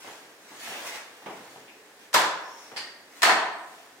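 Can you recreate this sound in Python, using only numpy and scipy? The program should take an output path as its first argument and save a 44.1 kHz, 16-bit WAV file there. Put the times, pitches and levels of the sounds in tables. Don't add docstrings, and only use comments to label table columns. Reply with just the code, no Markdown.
import sys
import numpy as np
from scipy import signal
from scipy.fft import rfft, irfft
from scipy.io import wavfile
from scipy.ndimage import uniform_filter1d

SR = 44100
rng = np.random.default_rng(int(sys.argv[2]) if len(sys.argv) > 2 else 0)


def wrap_up_sound(samples):
    columns = np.atleast_2d(samples).T
    tamed = np.clip(columns, -1, 1)
    steps = np.round(tamed * 32767).astype(np.int16)
    wavfile.write(sys.argv[1], SR, steps)


N = 176400

# start in seconds, relative energy in dB, bass cutoff in Hz, treble cutoff in Hz.
FIRST_PLATE_BLOWS = [(2.130, -6.5, 3500, 5000), (2.139, 4, 2000, 10000), (2.142, 12.5, 500, 15000),
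                     (2.1465, 14, 110, 3530), (2.160, 8.5, 90, 5000)]
SECOND_PLATE_BLOWS = [(3.2198, 4, 2600, 7160), (3.230, 13.5, 497, 15000), (3.236, 11, 80, 8000),
                      (3.251, 12, 90, 2000), (3.294, 12.5, 90, 1800)]
# frequency in Hz, relative level in dB.
FIRST_PLATE_BODY = [(30, -37), (75, -44), (122, -20), (165, -18.5), (260, -21.5), (340, -14.5), (600, -7.5),
                    (1000, -3.5), (1600, -5), (2400, -10.5), (4500, -10), (8000, -15.5), (11500, -20.5),
                    (16000, -24)]
SECOND_PLATE_BODY = [(30, -46), (78, -52), (115, -20), (160, -25), (210, -11), (260, -18), (350, -13),
                     (560, -12.5), (900, 2.5), (1300, -0.5), (1800, -0.5), (2700, -3.5), (4500, -5.5),
                     (6200, -9.5), (9200, -10.5), (10800, -19.5), (16000, -19)]
# frequency in Hz, relative peak in dB, 60 dB decay time in seconds.
FIRST_PLATE_MODES = [(320, -7.5, 0.18), (921, 4, 0.092), (1013, 4.5, 0.059), (1070, -1, 0.04),
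                     (1485, 0, 0.11), (1737, 6, 0.17), (3475, 1.5, 0.15), (4200, -10, 0.044),
                     (4800, -12, 0.054), (7600, -8, 0.025), (13000, -6, 0.022)]
SECOND_PLATE_MODES = [(326, 1, 0.16), (424, -2.5, .08), (686, 9, 0.071), (758, 8, 0.095), (1009, 11, 0.086),
                      (1266, 3, 0.04), (1530, 6, 0.08), (1725, 8, .1), (1817, 10.5, 0.052),
                      (1980, 2, 0.073), (4290, 4.5, 0.093), (4400, 7.5, 0.13), (4340, 8, 0.11),
                      (8650, -10, .04), (13300, -8, .02)]

def footplates():
    first = struck(FIRST_PLATE_BLOWS, FIRST_PLATE_BODY, FIRST_PLATE_MODES, level_db=1.66)
    second = struck(SECOND_PLATE_BLOWS, SECOND_PLATE_BODY, SECOND_PLATE_MODES, level_db=3.06)
    return first + second


CLINK_BLOWS = [(2.762, -7, 305, 5000), (2.768, -2.5, 310, 12000), (2.775, -5.5, 493, 14100)]
CLINK_BODY = [(100, -23), (500, -7.5), (1300, -5), (2100, -3), (3400, -4.5), (4000, -6), (4700, 2),
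              (6200, -11.5), (9300, -11), (11500, -22), (16000, -24)]
CLINK_MODES = [(1858, 10.5, 0.046), (2130, 6, 0.075), (2960, 4, 0.06), (4200, 9, 0.086), (4430, 8, 0.095),
               (4500, 9, 0.089), (4690, 15.5, 0.086), (4640, 11, .15), (4850, 7, 0.12), (5410, -3, .1),
               (9150, -8, 0.056)]

def catch():
    return struck(CLINK_BLOWS, CLINK_BODY, CLINK_MODES, level_db=0.1)


KNOCK_BLOWS = [(.045, -10.5, 260, 2500), (.072, -10, 300, 4000), (.515, -14, 300, 1130),
               (.675, -9, 220, 1800), (.715, -12, 220, 1200), (.942, -12, 910, 6000),
               (1.222, -17.5, 200, 1500), (1.2605, -3.5, 300, 3000), (1.267, -7, 201, 1310),
               (1.305, -9, 50, 800), (1.56, -15, 80, 1000), (2.716, -9, 300, 1490)]
KNOCK_BODY = [(30, -34), (65, -30), (105, -8), (200, -5), (400, -1), (550, -5), (800, -1), (1300, -7),
              (3200, -10.5), (4200, -21.5), (16000, -32)]
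KNOCK_MODES = [(125.6, 2.5, 0.44), (471, 0.67, 0.18), (780, 1.5, 0.11), (839, 3.7, 0.098)]

def frame():
    return struck(KNOCK_BLOWS, KNOCK_BODY, KNOCK_MODES, level_db=-3.25)


def struck(blows, body, modes, level_db):
    out, hz = np.zeros((2, N)), np.fft.rfftfreq(2 ** 14, 1 / SR)
    power = amp(read(body, hz)) ** 2
    for mode_hz, db, t60 in modes:
        detuning = np.pi * (hz - mode_hz ** 2 / (hz + 1)) * t60 / np.log(1000)
        power += amp(db - 3) ** 2 / (1 + detuning ** 2)
    for start, db, thin_hz, dull_hz in blows:
        contact = hz ** 2 / (hz ** 2 + thin_hz ** 2) / (1 + (hz / dull_hz) ** 2)
        ring = minimum_phase(np.sqrt(power * contact))
        blow = amp(db + level_db) * ring / np.linalg.norm(ring)
        add(out, start, room(blow, direct_db=-16.5))
    return out


# time in seconds, relative level in dB.
CLOTH_ENVELOPE = [(0, -46.5), (.09, -47), (.2, -54), (.37, -59.5), (.48, -51.5), (.595, -44), (.635, -39),
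                  (.77, -41.5), (.84, -41.5), (.87, -33.5), (.915, -46), (.95, -37), (1.005, -56),
                  (1.2, -55), (1.32, -52), (1.48, -52), (1.58, -53), (1.68, -59.5), (1.94, -61),
                  (2.03, -52), (2.12, -73), (2.45, -55.5), (2.65, -52), (2.9, -64), (3.08, -61),
                  (3.18, -46.5), (3.3, -68), (3.75, -52.5), (4, -64)]
# frequency in Hz, relative level in dB.
CLOTH_SPECTRUM = [(25, -52), (70, -35), (250, -13), (600, -7), (1200, -5), (2000, -3), (3300, -5.5),
                  (6000, -8), (9000, -11.5), (12000, -16.5), (16000, -17)]

def fabric():
    cloth = coloured(slips(), CLOTH_SPECTRUM)
    envelope_db = np.interp(np.arange(N) / SR, *np.transpose(CLOTH_ENVELOPE))
    return unit(cloth) * amp(envelope_db - 1.5)


# start and length in seconds, level in dB, centre and half-width in Hz.
TUBE_SLIDES = [(0.656, 0.28, -49.5, 700, 714), (0.592, 0.22, -44, 2130, 1300),
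               (0.822, .19, -47.5, 1810, 1290), (1.678, 0.028, -50, 2500, 910),
               (2.36, 0.38, -56, 5550, 650), (2.434, .2, -61, 6660, 160), (3.495, .2, -64, 8370, 700)]

def sliding():
    t, hz, out = np.arange(N) / SR, np.fft.rfftfreq(N, 1 / SR), np.zeros(N)
    for start, length, db, centre_hz, half_width_hz in TUBE_SLIDES:
        detuning = (hz - centre_hz ** 2 / (hz + 1)) / half_width_hz / 2
        rub = irfft(rfft(slips()) / (1 + detuning ** 2) ** 2, N)
        progress = np.clip((t - start) / length, 0, 1)
        out += amp(db) * unit(rub) * np.sqrt(abs(np.sin(np.pi * progress)))
    return out


def slips(per_second=9000, spread_db=2.5):
    size = amp(spread_db * np.minimum(rng.exponential(1, N), 4))
    return rng.standard_normal(N) * size * (rng.random(N) < per_second / SR)


def moving(x, direct_db, paths=7, changes_per_s=16):
    place, out = np.arange(N) * changes_per_s / SR, np.zeros((2, N))
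    for k in range(paths):
        crossfade = np.sin(np.pi / 2 * np.minimum((place - k) % paths, 2))
        out += room(x * crossfade, direct_db)
    return out


# frequency in Hz, reverberation time in seconds.
REVERB_TIMES = [(100, 0.54), (260, 0.8), (700, 0.86), (1840, 0.71), (4850, 0.55), (8000, 0.47),
                (12800, .33)]

def room(x, direct_db, scatter_s=0.0011, build_s=0.00067, early_s=0.0052, early_db=-5):
    t = np.arange(SR) / SR
    hz, when, spectra = signal.stft(diffuse_noise(SR), SR, nperseg=256)
    decay = amp(-60 * when / read(REVERB_TIMES, hz)[:, None])
    tail = signal.istft(spectra * decay, SR)[1][:, :SR]
    direct = unit(tail * np.exp(-t / scatter_s))
    early_boost = 1 + amp(early_db) * np.exp(-t / early_s)
    tail = unit(tail * (1 - np.exp(-t / build_s)) * early_boost)
    response = (tail + amp(direct_db) * direct) / np.sqrt(SR)
    return signal.fftconvolve(x[None], response, axes=1)[:, :N]


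# frequency in Hz, relative spectral density in dB.
AIR_SPECTRUM = [(15, -60), (25, -38), (221, -12.5), (267, -8), (368, -7), (433, -3), (631, -8.5), (684, -8),
                (1410, -13.5), (1710, -6.5), (2490, -17), (6920, -21.5), (15500, -28.5)]

def air(level_db=-54):
    return amp(level_db) * unit(coloured(diffuse_noise(N), AIR_SPECTRUM))


# frequency in Hz, left-right coherence from -1 to 1.
COHERENCE = [(130, 1), (290, 0.99), (640, 0.78), (1410, 0.43), (3100, -0.15), (6800, 0.18), (15000, 0.11)]

def diffuse_noise(samples):
    a, b = rfft(rng.standard_normal((2, samples)))
    same = np.clip(read(COHERENCE, np.fft.rfftfreq(samples, 1 / SR)), -1, 1)
    mid, side = a * np.sqrt((1 + same) / 2), b * np.sqrt((1 - same) / 2)
    return irfft([mid + side, mid - side], samples)


def minimum_phase(gain):
    log_gain = np.log(np.maximum(np.r_[gain, gain[-2:0:-1]], 1e-5))
    return np.fft.ifft(np.exp(np.conj(signal.hilbert(log_gain)))).real


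def coloured(x, spectrum):
    return irfft(rfft(x) * amp(read(spectrum, np.fft.rfftfreq(N, 1 / SR))), N)


def amp(db):
    return 10 ** (np.asarray(db) / 20)


def unit(x):
    return x / np.sqrt(np.mean(x ** 2) + 1e-20)


def read(points, hz):
    f, value = np.transpose(points)
    return np.interp(np.log(hz + 1), np.log(f + 1), value)


def add(mix, start, sound):
    part = mix[:, max(round(start * SR), 0):][:, :sound.shape[1]]
    part += sound[:, :part.shape[1]]


def scene():
    return footplates() + catch() + frame() + moving(fabric() + sliding(), direct_db=-6.5) + air()


def record(dry, threshold_db=-23, duck_share=0.22, release_db_per_s=19.5, cutoff_hz=15900):
    power = uniform_filter1d((dry ** 2).mean(0), size=300)
    power_db = 10 * np.log10(abs(power) + 1e-12)
    fall = np.arange(N) * release_db_per_s / SR
    held_db = np.maximum.accumulate(power_db + fall) - fall
    over_db = np.maximum(held_db - threshold_db, 0)
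    duck_db = duck_share * signal.lfilter(np.ones(400) / 400, 1, over_db)
    lowpass = signal.firwin(511, cutoff_hz, window=("kaiser", 9), fs=SR)
    return signal.oaconvolve(dry / amp(duck_db), lowpass[None], "same")


dry = scene()
out = record(dry)
wrap_up_sound(out)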